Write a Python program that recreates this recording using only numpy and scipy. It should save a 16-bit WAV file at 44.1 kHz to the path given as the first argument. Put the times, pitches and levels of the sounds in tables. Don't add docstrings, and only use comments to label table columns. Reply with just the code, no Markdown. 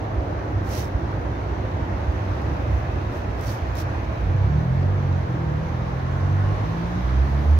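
import sys
import numpy as np
from scipy import signal
from scipy.fft import rfft, irfft, next_fast_len
from scipy.io import wavfile
from scipy.ndimage import uniform_filter1d, map_coordinates

SR = 44100
rng = np.random.default_rng(int(sys.argv[2]) if len(sys.argv) > 2 else 0)


def put_to_file(sound):
    columns = np.atleast_2d(sound).T
    safe = np.clip(columns, -1, 1)
    whole_steps = np.round(safe * 32767)
    wavfile.write(sys.argv[1], SR, whole_steps.astype(np.int16))


N = 334697


def amp(db):
    return 10 ** (np.asarray(db) / 20)


def unit(x):
    return x / np.sqrt(np.mean(x ** 2) + 1e-20)


def along(points, hz):
    f, v = np.transpose(points)
    return np.interp(np.log(hz + 1), np.log(f + 1), v)


def curves(rows):
    s, *cols = np.transpose(rows)
    return [np.interp(np.arange(N) / SR, s, c) for c in cols]


def wobble(rate):
    knots = rng.standard_normal(int(N * rate / SR) + 4)
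    return map_coordinates(knots, [np.arange(N) * rate / SR])


def swell(s, half):
    return np.exp(-.5 * ((np.arange(N) / SR - s) / half) ** 2)


def tone(hz, turns=1):
    cycles = turns * np.cumsum(hz * np.ones(N)) / SR
    return np.sqrt(2) * np.sin(2 * np.pi * (cycles + rng.random()))


def filtered(x, response):
    m = next_fast_len(N + SR // 4)
    return irfft(rfft(x, m) * response(np.fft.rfftfreq(m, 1 / SR)), m)[..., :N]


def coloured(x, spectrum):
    return unit(filtered(x, lambda hz: amp(along(spectrum, hz))))


def narrow_swells(rows):
    total = 0
    for s, db, half, centre, width in rows:
        def bell(hz):
            return np.exp(-.5 * (np.log2((hz + 1) / centre) / width) ** 2)
        band = unit(filtered(rng.standard_normal((2, N)), bell))
        total = total + amp(db) * swell(s, half) * band
    return total


def likeness(hz, spacing=0.17, shadow_hz=4200):
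    grid = np.linspace(0, SR / 2, 1024)
    bearings = np.linspace(-np.pi / 2, np.pi / 2, 96, endpoint=False)
    delays = spacing / 343 * np.sin(bearings)
    alike = np.cos(2 * np.pi * np.outer(grid, delays)).mean(axis=1)
    alike = alike * np.exp(-grid / shadow_hz)
    return np.clip(1.065 * np.interp(hz, grid, alike), -1, 1)


def rush(spectrum, patchy_db):
    z = signal.stft(rng.standard_normal((2, N)), nperseg=512)[2]
    field = uniform_filter1d(rng.standard_normal(z.shape[1:]), size=5, axis=0)
    field = uniform_filter1d(field, size=18, axis=1)
    pair = signal.istft(z * amp(patchy_db * unit(field)), nperseg=512)[1][:, :N]

    def mid_side(hz):
        return amp(along(spectrum, hz)) * np.sqrt(1 + np.outer([1, -1], likeness(hz)))
    mid, side = filtered(pair, mid_side)
    return unit(np.array([mid + side, mid - side]))


def grains(rate, spread_db):
    hit = rng.random((2, N)) < rate / SR
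    size_db = spread_db * np.minimum(rng.exponential(size=(2, N)), 4)
    return unit(hit * amp(size_db) * rng.choice([-1, 1], (2, N)))


# (time [s], pitch before its waver [Hz], level [dB])
MACHINE_HUM = [(0, 519, -53), (1.2, 514.8, -45.5), (2.7, 508, -46), (3.8, 508, -54), (5, 505.4, -43.5),
               (6.2, 502.3, -45.5), (7.59, 493.1, -61)]


def whine(waver=0.00502):
    hz, db = curves(MACHINE_HUM)
    ports = []
    for _ in range(2):
        flutter = amp(2.5 * wobble(8))
        ports.append(unit(flutter * tone(hz * (1 + waver * wobble(14)))))
    return amp(db) * np.array(ports)


# (time [s], bell spread [s], pitch before its waver [Hz])
FAINT_HIGH_TONE = (4.65, .7, 12880)


def high_tone(level_db=-82):
    s, half, hz = FAINT_HIGH_TONE
    return amp(level_db) * swell(s, half) * tone(hz * (1 + .005 * wobble(300)))


# (time [s], bell spread [s], pitch [Hz])
BRAKE_SQUEAK = (1.36, .025, 3601)


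def squeak(level_db=-63):
    s, half, hz = BRAKE_SQUEAK
    return amp([[level_db], [level_db + 4]]) * swell(s, half) * tone(hz)


# (time when nearest [s], hiss [dB], roar [dB], time to half power [s])
CARS_PASSING = [(2.45, -55.5, -40, 0.63), (3.8, -55.5, -40.5, .4), (7.0, -51.5, -38, 0.74)]
FAR_HISS_DB, FAR_ROAR_DB = -56, -37


def tyres():
    t = np.arange(N) / SR
    near = 0
    for s, hiss_db, roar_db, half in CARS_PASSING:
        near = near + amp([[hiss_db], [roar_db]]) ** 2 / (1 + ((t - s) / half) ** 2)
    return np.sqrt(amp([[FAR_HISS_DB], [FAR_ROAR_DB]]) ** 2 + near)


# (time [s], level [dB])
QUEUE_LEVEL = [(0, -28.5), (2, -26), (2.85, -24), (3.15, -28), (3.9, -25.5), (4.7, -31), (7.59, -30)]
FAR_ENGINE_LEVEL = [(0, -31.5), (.8, -33), (1.7, -32), (3.6, -33), (5.7, -35.5), (7.1, -33.8), (7.59, -35)]
# (frequency [Hz], relative density [dB per Hz])
QUEUE_SPECTRUM = [(20, -33.5), (32, -22.5), (45, -15), (62, 0), (80, -5), (98, -2), (125, -8), (160, -21),
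                  (230, -29), (400, -52.5), (800, -100)]
FAR_ENGINE_SPECTRUM = [(60, -31.5), (130, -1), (190, 0), (240, -3), (315, 2.5), (420, -3.5), (640, -4),
                       (850, -10), (1300, -30.5), (3000, -65.5)]
TYRE_ROAR_SPECTRUM = [(250, -38), (600, -1.5), (900, 0), (1100, -2), (1350, -5.5), (1700, -7),
                      (2100, -12.5), (2550, -17.5), (3000, -22), (4500, -38.5), (8000, -68.5)]
WET_SPECTRUM = [(800, -19), (2200, 0), (3000, 3), (3900, 3), (4800, -1.5), (6300, -3), (7100, -11.5),
                (8300, -19.5), (9800, -18.5), (11500, -16), (15500, -19.5)]


def traffic():
    queue_db, = curves(QUEUE_LEVEL)
    far_db, = curves(FAR_ENGINE_LEVEL)
    low = rush(QUEUE_SPECTRUM, patchy_db=-2.0)
    strength = np.sqrt(np.abs(uniform_filter1d(low[0] ** 2, size=6500)) + 1e-3)
    rumble = amp(queue_db) * unit(low / strength)
    drone = amp(far_db) * rush(FAR_ENGINE_SPECTRUM, patchy_db=1.24)
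    hiss_gain, roar_gain = tyres()
    roar = roar_gain * rush(TYRE_ROAR_SPECTRUM, patchy_db=0.74)
    hiss = hiss_gain * rush(WET_SPECTRUM, patchy_db=1.1)
    return rumble + drone + roar + hiss


# (time [s], pitch [Hz], level before the overall trim [dB], bell spread [s])
RUMBLE_SWELLS = [(.19, 64, -19, 0.021), (0.566, 98, -20.5, 0.044), (0.964, 59, -20, 0.02),
                 (2.093, 66, -20, 0.016), (2.746, 68, -18, 0.029), (4.25, 55, -22.5, 0.044)]


def throbs(trim_db=-1):
    notes = sum(amp(db) * swell(s, half) * tone(hz) for s, hz, db, half in RUMBLE_SWELLS)
    return amp(trim_db) * notes


# (time [s], peak level [dB], bell spread [s], centre [Hz], band spread [octaves])
WATER_SPRAYS = [(2.8, -53.5, 0.52, 2540, .1), (4.05, -52, 0.33, 2420, .12), (6.35, -43, 0.4, 1080, .06),
                (6.3, -48, .3, 1400, .12), (7.55, -67, .25, 11500, .35)]


def sprays():
    return narrow_swells(WATER_SPRAYS)


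def rain(level_db=-63):
    return amp(level_db) * coloured(grains(rate=900, spread_db=7.0), WET_SPECTRUM)


# (time [s], level before the overall lift [dB], bell spread [s])
CLOTH_STROKES = [(0.767, -46, 0.055), (2.76, -68, 0.044), (3.164, -62, 0.034), (3.491, -51, 0.055),
                 (3.795, -47.5, 0.022)]
# (time [s], onset level before the overall trim [dB])
CLOTH_SNAPS = [(0.7484, -42.5), (2.4175, -47.5), (3.4116, -35), (3.754, -36.5)]
# (frequency [Hz], relative density [dB per Hz])
CLOTH_SPECTRUM = [(500, -25), (1800, 11), (3000, 6), (4400, 6), (5000, 4.5), (5700, 8), (6400, 4.5),
                  (7200, 1), (9000, -4.5), (11500, 2), (14000, -0.5), (15700, 1)]


def clothing(lift_db=8, snap_trim_db=-1, snap_t60=.008):
    t = np.arange(N) / SR
    stroke = sum(amp(db) * swell(s, half) for s, db, half in CLOTH_STROKES)
    slips = amp(1.2 * wobble(220))
    threads = rng.standard_normal((2, N)) + .7 * grains(rate=900, spread_db=3.5)
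    rub = coloured(unit(slips * threads), CLOTH_SPECTRUM)

    def right_lean(hz):
        left_minus_right_db = along([(2500, -0.5), (5000, -7.0), (9000, 0.0)], hz)
        return amp(np.outer([.5, -.5], left_minus_right_db))
    near_right = filtered(rub, right_lean)
    snaps = sum(amp(db - 60 * np.abs(t - s) / snap_t60) * (t >= s) for s, db in CLOTH_SNAPS)
    snap_spectrum = [(1000, -20), (4000, 1), (8500, -6.5), (12000, -3.5), (15700, -2), (18000, -41.0)]
    crack = coloured(rng.standard_normal((2, N)), snap_spectrum)
    return amp(lift_db) * stroke * near_right + amp(snap_trim_db) * snaps * crack


# (time [s], peak level at the right before port colour [dB], bell spread [s], centre [Hz], band spread [octaves])
CLOTH_ZIPS = [(.79, -52, .02, 6000, .1), (3.49, -43, 0.0071, 4500, .09), (3.785, -55, .007, 5600, .07)]


def cloth_zips():
    return amp([[-4], [0]]) * narrow_swells(CLOTH_ZIPS)


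# (time [s], firing rate before a slight waver [Hz])
ENGINE_SPEED = [(4.2, 28.46), (4.45, 33.55), (4.7, 43.5), (4.92, 48.28), (5.23, 44.16), (5.52, 37.07),
                (5.71, 41.8), (5.99, 43.08), (6.58, 50.98), (7.03, 61.04), (7.13, 64.66), (7.59, 76.7)]
# (time [s], gain [dB])
THROTTLE_GAIN = [(4.2, -7), (4.55, 2.5), (5.35, -1.5), (6.3, -0.8), (7.25, -1.5), (7.59, -3.5)]
# (multiple of the firing rate, level before pipe and throttle [dB])
ENGINE_ORDERS = [(1, -23), (2, -32.5), (3, -31), (4, -38), (5, -38.5), (6, -44)]
# (frequency [Hz], gain [dB])
EXHAUST_RESONANCES = [(30, -32), (57, -15), (64, 2), (76, 9), (85, -3), (91, 11), (95, 13), (103, 9.5),
                      (109, -3), (133, 5.5), (142, 4.5), (153, -3), (173, 4.5), (192, -5), (215, -3),
                      (300, -8)]
# (frequency [Hz], relative density [dB per Hz])
JUDDER_SPECTRUM = [(40, -42), (75, -11), (98, -0.5), (120, -1), (150, 0), (180, -24.5), (300, -57.5),
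                   (600, -120)]
LUG_HZ, LUG_WIDTH_HZ, LUG_DB = 37.25, 2.4, -26.5
JUDDER_S, JUDDER_HALF_S, JUDDER_DB = 4.33, .14, -28
JUDDER_HZ, JUDDER_DEPTH = 22.06, .6


def vehicle(start=4.2, fade=0.036, flutter_db=2.13, lead=0.0004):
    firing_hz, = curves(ENGINE_SPEED)
    load_db, = curves(THROTTLE_GAIN)
    lugging = amp(LUG_DB) * np.exp(-.5 * ((firing_hz - LUG_HZ) / LUG_WIDTH_HZ) ** 2)
    firing_hz = firing_hz * (1 + .004 * wobble(20))
    boom = 0
    for order, db in ENGINE_ORDERS:
        order = round(order)
        resonance_db = along(EXHAUST_RESONANCES, order * firing_hz)
        gain = amp(db + resonance_db + flutter_db * wobble(16))
        boom = boom + gain * tone(firing_hz, order)
    labour = lugging * tone(firing_hz, 4)
    lumps = 1 + JUDDER_DEPTH * tone(JUDDER_HZ)
    shudder = coloured(rng.standard_normal(N), JUDDER_SPECTRUM)
    judder = amp(JUDDER_DB) * swell(JUDDER_S, JUDDER_HALF_S) * lumps * shudder
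    fade_in = np.clip((np.arange(N) / SR - start) / fade + .5, 0, 1)
    exhaust = amp(load_db) * fade_in * (boom + labour + judder)
    return filtered(exhaust, lambda hz: np.exp(np.outer([1, -1], 1j * np.pi * hz * lead)))


def scene():
    street = whine() + high_tone() + squeak() + traffic() + throbs() + sprays()
    return street + rain() + clothing() + cloth_zips() + vehicle()


# (frequency [Hz], left minus right [dB])
PORT_DIFFERENCE = [(50, -4), (215, 0.3), (320, -3.5), (450, 0), (850, 0), (1400, -1.8), (2300, -1.5),
                   (2900, 0), (4000, -1.5), (4900, -3.5), (6200, -6.5), (7700, 5), (10500, -1),
                   (15000, -0.5)]
TOP_HZ = 15750


def record(dry):
    def port_response(hz):
        colour = amp(np.outer([.5, -.5], along(PORT_DIFFERENCE, hz)))
        return colour * (hz < TOP_HZ)
    return filtered(dry, port_response)


dry = scene()
out = record(dry)
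put_to_file(out)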